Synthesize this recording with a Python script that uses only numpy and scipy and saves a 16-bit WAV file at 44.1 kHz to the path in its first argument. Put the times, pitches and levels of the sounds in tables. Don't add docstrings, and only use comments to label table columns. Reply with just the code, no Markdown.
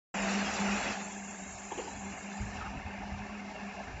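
import sys
import numpy as np
from scipy import signal
from scipy.fft import rfft, irfft
from scipy.io import wavfile

SR = 44100
rng = np.random.default_rng(int(sys.argv[2]) if len(sys.argv) > 2 else 0)


def unload_audio(sound):
    columns = np.transpose(np.atleast_2d(sound))
    steps = np.round(np.clip(columns, -1, 1) * 32767)
    wavfile.write(sys.argv[1], SR, steps.astype(np.int16))


N = 176400
T = np.arange(N) / SR
HZ = np.fft.rfftfreq(N, 1 / SR)
SPLIT_HZ, EDGE_HZ = 3080, 7680

# t/s, then relative level/dB of body, lower treble and upper treble
RUSH = [(.15, -37.5, -51.5, -52), (.21, -37.5, -50.5, -50), (.31, -37.5, -46.5, -47.5),
        (.45, -38, -50, -51), (.54, -38, -48, -48), (.66, -37.5, -50, -50.5), (.8, -37.5, -48.5, -49),
        (.905, -35.5, -49.5, -51.5), (.95, -39.5, -52, -52), (1.04, -43, -60.5, -50.5),
        (1.2, -49, -63.5, -51), (1.66, -50.5, -64, -52.5), (1.8, -48, -59, -52), (1.96, -48, -65, -53.5),
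        (2.44, -47.5, -63.5, -57), (2.6, -46, -60.5, -63), (2.73, -46.5, -65, -68.5),
        (3.41, -48, -65, -69.5), (3.7, -47.5, -63.5, -66), (4, -48.5, -66, -69.5)]


def churn():
    # f/Hz, relative level/dB
    loud_spectrum = [(150, -34), (260, -0.5), (332, -3.5), (394, -2), (432, -8), (519, -8), (611, -2.5),
                     (837, 0.5), (984, -7), (1770, -5), (1960, -7), (2640, 0), (2950, -7.5), (3840, -40),
                     (6490, -120)]
    soft_spectrum = [(150, -34), (260, 1.5), (332, -7.5), (394, -7), (478, -18.5), (741, -4.5), (863, -6.5),
                     (945, -10.5), (1220, -15.5), (1320, -15), (1430, -16.5), (1770, -9), (1960, -20.5),
                     (2150, -5), (2430, -7.5), (2750, -5), (2950, -14.5), (3840, -63), (6490, -120)]
    dense = wash(patch_db=2, patch_hz=200, patch_s=0.031, surge_db=0.71)
    dense += amp(-8) * bubbles(per_s=2400, cycles=6.7, glide=0.016)
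    dense += amp(-11) * unit(drops(per_s=2000, spread_db=3.1))
    sparse = wash(patch_db=3.2, patch_hz=210, patch_s=0.057, surge_db=1.0)
    sparse += amp(-4) * bubbles(per_s=1100, cycles=9.64, glide=0.017)
    sparse += amp(-19.5) * unit(drops(per_s=1600, spread_db=2))
    loud = band(colour(dense, loud_spectrum[1:-1]), 164.7, SPLIT_HZ, order=60)
    soft = band(colour(sparse, soft_spectrum[1:-1]), 164.7, SPLIT_HZ, order=60)
    sunk = np.interp(T, (0.78, 1.26), [0, 1])
    body_db = curve(RUSH)[0]
    return amp(body_db + 2.5) * ((1 - sunk) * loud + sunk * soft)


def wash(patch_db, patch_hz, patch_s, surge_db):
    f, t, spectra = signal.stft(rng.standard_normal(N), SR, nperseg=1024, noverlap=768)
    field = np.fft.rfft2(rng.standard_normal(spectra.shape))
    across, along = np.fft.fftfreq(len(f), f[1])[:, None], np.fft.rfftfreq(len(t), t[1])
    smoothing = np.exp(-(across * patch_hz) ** 2 - (along * patch_s) ** 2)
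    patches = unit(np.fft.irfft2(field * smoothing, spectra.shape))
    gain = amp(np.interp(t, T, patch_db * np.ones(N)) * 2 * np.tanh(patches / 2))
    gain /= np.sqrt(np.mean(gain ** 2, axis=0))
    patchy = signal.istft(spectra * gain, nperseg=1024, noverlap=768)[1][:N]
    return unit(patchy * amp(surge_db * drift(45)))


def bubbles(per_s, cycles, glide, count=36):
    t, out = T[:SR // 16], np.zeros(N)
    for hz in np.geomspace(380, 2000, count):
        age = t * hz / cycles
        envelope = (1 - np.exp(-t * hz)) * np.exp(-age)
        ring = envelope * np.sin(2 * np.pi * hz * t * (1 + glide * np.minimum(age, 5)))
        onsets = drops(per_s / count, spread_db=1.84)
        out += (hz / 1000) ** 0.53 * unit(signal.oaconvolve(onsets, ring)[:N])
    return unit(out)


def drops(per_s, spread_db):
    size = amp(spread_db * np.minimum(rng.exponential(1, N), 4))
    return size * rng.choice([-1, 1], N) * (rng.random(N) < per_s / SR)


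def spray():
    # f/Hz, relative level/dB
    hiss_spectrum = [(1820, -35), (3100, -4), (3770, -6.5), (4060, -5), (4300, -8), (4560, -6), (6350, -4),
                     (7240, -8.5), (7600, -10.5), (9880, -35), (16700, -120)]
    fizz_spectrum = [(5000, -8.5), (6300, -6.5), (7200, 2.5), (7700, -3)]
    # t/s, nominal depth/dB
    flicker = [(.2, 8.5), (.9, 4), (1.25, 10), (2.2, 7), (2.8, 3), (4, -1)]
    hiss = wash(patch_db=curve(flicker)[0], patch_hz=130, patch_s=0.089, surge_db=1.0)
    hiss += amp(-15.5) * unit(drops(per_s=580, spread_db=3))
    fizz = wash(patch_db=3.0, patch_hz=250, patch_s=0.06, surge_db=1.3)
    fizz += amp(-8) * unit(drops(per_s=600, spread_db=3.8))
    _, lower_db, upper_db = curve(RUSH)
    return (amp(lower_db + 3.5) * band(colour(hiss, hiss_spectrum[1:-1]), SPLIT_HZ, 6210)
            + amp(upper_db + 2) * band(colour(fizz, fizz_spectrum), 5870, EDGE_HZ))


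def motor():
    # t/s, relative level/dB, f/Hz
    hum_course = [(.15, -45, 197.6), (.18, -39, 199.5), (.28, -33, 197.3), (.39, -32, 199),
                  (.48, -42.5, 205.2), (.565, -47, 205.4), (.6, -36.5, 197.8), (.74, -32.5, 201),
                  (.82, -53.5, 198), (.88, -38, 208), (.94, -50, 202.7), (.99, -47, 200),
                  (1.24, -45.5, 200), (1.33, -50, 199), (1.41, -43.5, 194.3), (1.53, -57.5, 195),
                  (1.63, -50, 200), (1.86, -58, 200), (1.96, -50, 200), (2.1, -42, 197.8),
                  (2.17, -56, 200.4), (2.29, -45.5, 202.3), (2.43, -42, 201), (2.63, -55.5, 199.8),
                  (2.7, -43, 201.2), (2.8, -56.5, 201.7), (2.93, -48, 200.4), (3.15, -45.5, 200.1),
                  (3.3, -47, 206.7), (3.48, -46, 202), (3.56, -56, 200.5), (3.68, -39.5, 201),
                  (3.75, -60, 195.6), (3.8, -44, 200), (3.86, -59, 204.7), (4, -59, 201.3)]
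    level_db, hz = curve(hum_course)
    phase = 2 * np.pi * np.cumsum(hz + 1.06 * drift(30)) / SR
    tone = amp(0.96 * drift(25)) * (np.sin(phase) + amp(-22) * np.sin(2 * phase))
    sidebands = drift(20) * np.sin(phase) + drift(20) * np.cos(phase)
    return np.sqrt(2) * amp(level_db - 0.5) * (tone + amp(-15) * sidebands)


def plops(rise_s=0.002, fall_s=0.0045, tail_s=0.06):
    # t/s, duration/s, f/Hz, width of the pitch wander/Hz, level/dB, spatter re ring/dB
    plop_events = [(1.714, 0.016, 868, 130, -39, -10), (1.718, 0.0096, 384.4, 119, -43.5, -20),
                   (1.775, 0.027, 390, 127.1, -39.5, -6), (1.782, 0.044, 880, 255.7, -45.5, -7.5),
                   (1.837, 0.043, 370, 129.7, -51.5, -1), (1.873, 0.022, 907, 136.3, -48, -4),
                   (2.535, 0.038, 770, 110, -48, -13), (2.604, 0.028, 1324, 145, -43.5, -11),
                   (2.652, 0.022, 1230, 308, -43, -20), (3.017, 0.028, 770, 129.4, -45, -15),
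                   (3.545, 0.031, 632, 146.6, -48.5, -16), (3.771, .04, 730, 121.1, -43.5, -28)]
    # f/Hz, relative level/dB
    spatter_spectrum = [(300, -2), (1000, -21.5), (3200, -11)]
    out = np.zeros(N)
    for start, duration, hz, width, level_db, spatter_db in plop_events:
        age = np.maximum(T - start, 0)
        attack = np.minimum(age / rise_s, 1)
        burst = np.exp(-np.maximum(age - duration, 0) / fall_s)
        phase = 2 * np.pi * np.cumsum(hz + width / 2 * drift(130)) / SR
        ring = np.sqrt(2) * np.sin(phase) * amp(1.5 * drift(130))
        spatter = amp(spatter_db) * band(colour(rng.standard_normal(N), spatter_spectrum), 250, 3250)
        tail = np.exp(-age / tail_s) * band(rng.standard_normal(N), hz * 0.83, hz * 1.18, order=12)
        out += amp(level_db) * attack * (burst * (ring + spatter) + amp(-6) * tail)
    return out


def wind():
    # t/s, relative level/dB
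    buffets = [(0.2, -59), (0.255, -41.5), (0.29, -56.5), (0.91, -50), (0.97, -63), (1.42, -61.5),
               (1.55, -52), (1.6, -62.5), (1.88, -57.5), (1.93, -52), (2.1, -54), (2.37, -72.5),
               (2.41, -36.5), (2.52, -50.5), (2.62, -47.5), (2.73, -49), (2.775, -40), (2.82, -52),
               (2.86, -42.5), (2.92, -52), (2.99, -50.5), (3.08, -51), (3.13, -41.5), (3.19, -48),
               (3.28, -55), (3.48, -59.5), (3.8, -59), (3.87, -53), (3.96, -38.5), (4.0, -45)]
    # f/Hz, relative level/dB
    buffet_spectrum = [(15, -28.5), (30, -20), (40, -8), (50, -0.5), (60, -2.5), (75, -0.5), (100, -5),
                       (140, -11), (250, -26.5), (600, -59.5)]
    return amp(curve(buffets)[0] + 0.5) * unit(colour(rng.standard_normal(N), buffet_spectrum))


def amp(db):
    return 10 ** (np.asarray(db) / 20)


def unit(x):
    return x / np.sqrt(np.mean(x ** 2) + 1e-20)


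def curve(rows):
    times, *columns = np.transpose(rows)
    return [np.interp(T, times, column) for column in columns]


def colour(x, points):
    f, db = np.transpose(points)
    return irfft(rfft(x) * amp(np.interp(np.log(HZ + 1), np.log(f), db)), N)


def band(x, lo_hz, hi_hz, order=40):
    f = HZ + 1
    return unit(irfft(rfft(x) / np.sqrt((1 + (lo_hz / f) ** order) * (1 + (f / hi_hz) ** order)), N))


def drift(rate_hz):
    return unit(irfft(rfft(rng.standard_normal(N)) * np.exp(-(HZ / rate_hz) ** 2), N))


def scene():
    return (churn() + spray() + motor() + wind() + plops())[None]


def record(dry, start_s=0.1409):
    gate = np.clip((T - start_s) / .002, 0, 1)
    low_pass = signal.firwin(1023, EDGE_HZ, window=("kaiser", 9), fs=SR)
    return signal.oaconvolve(dry * gate, low_pass[None], "same")


dry = scene()
out = record(dry)
unload_audio(out)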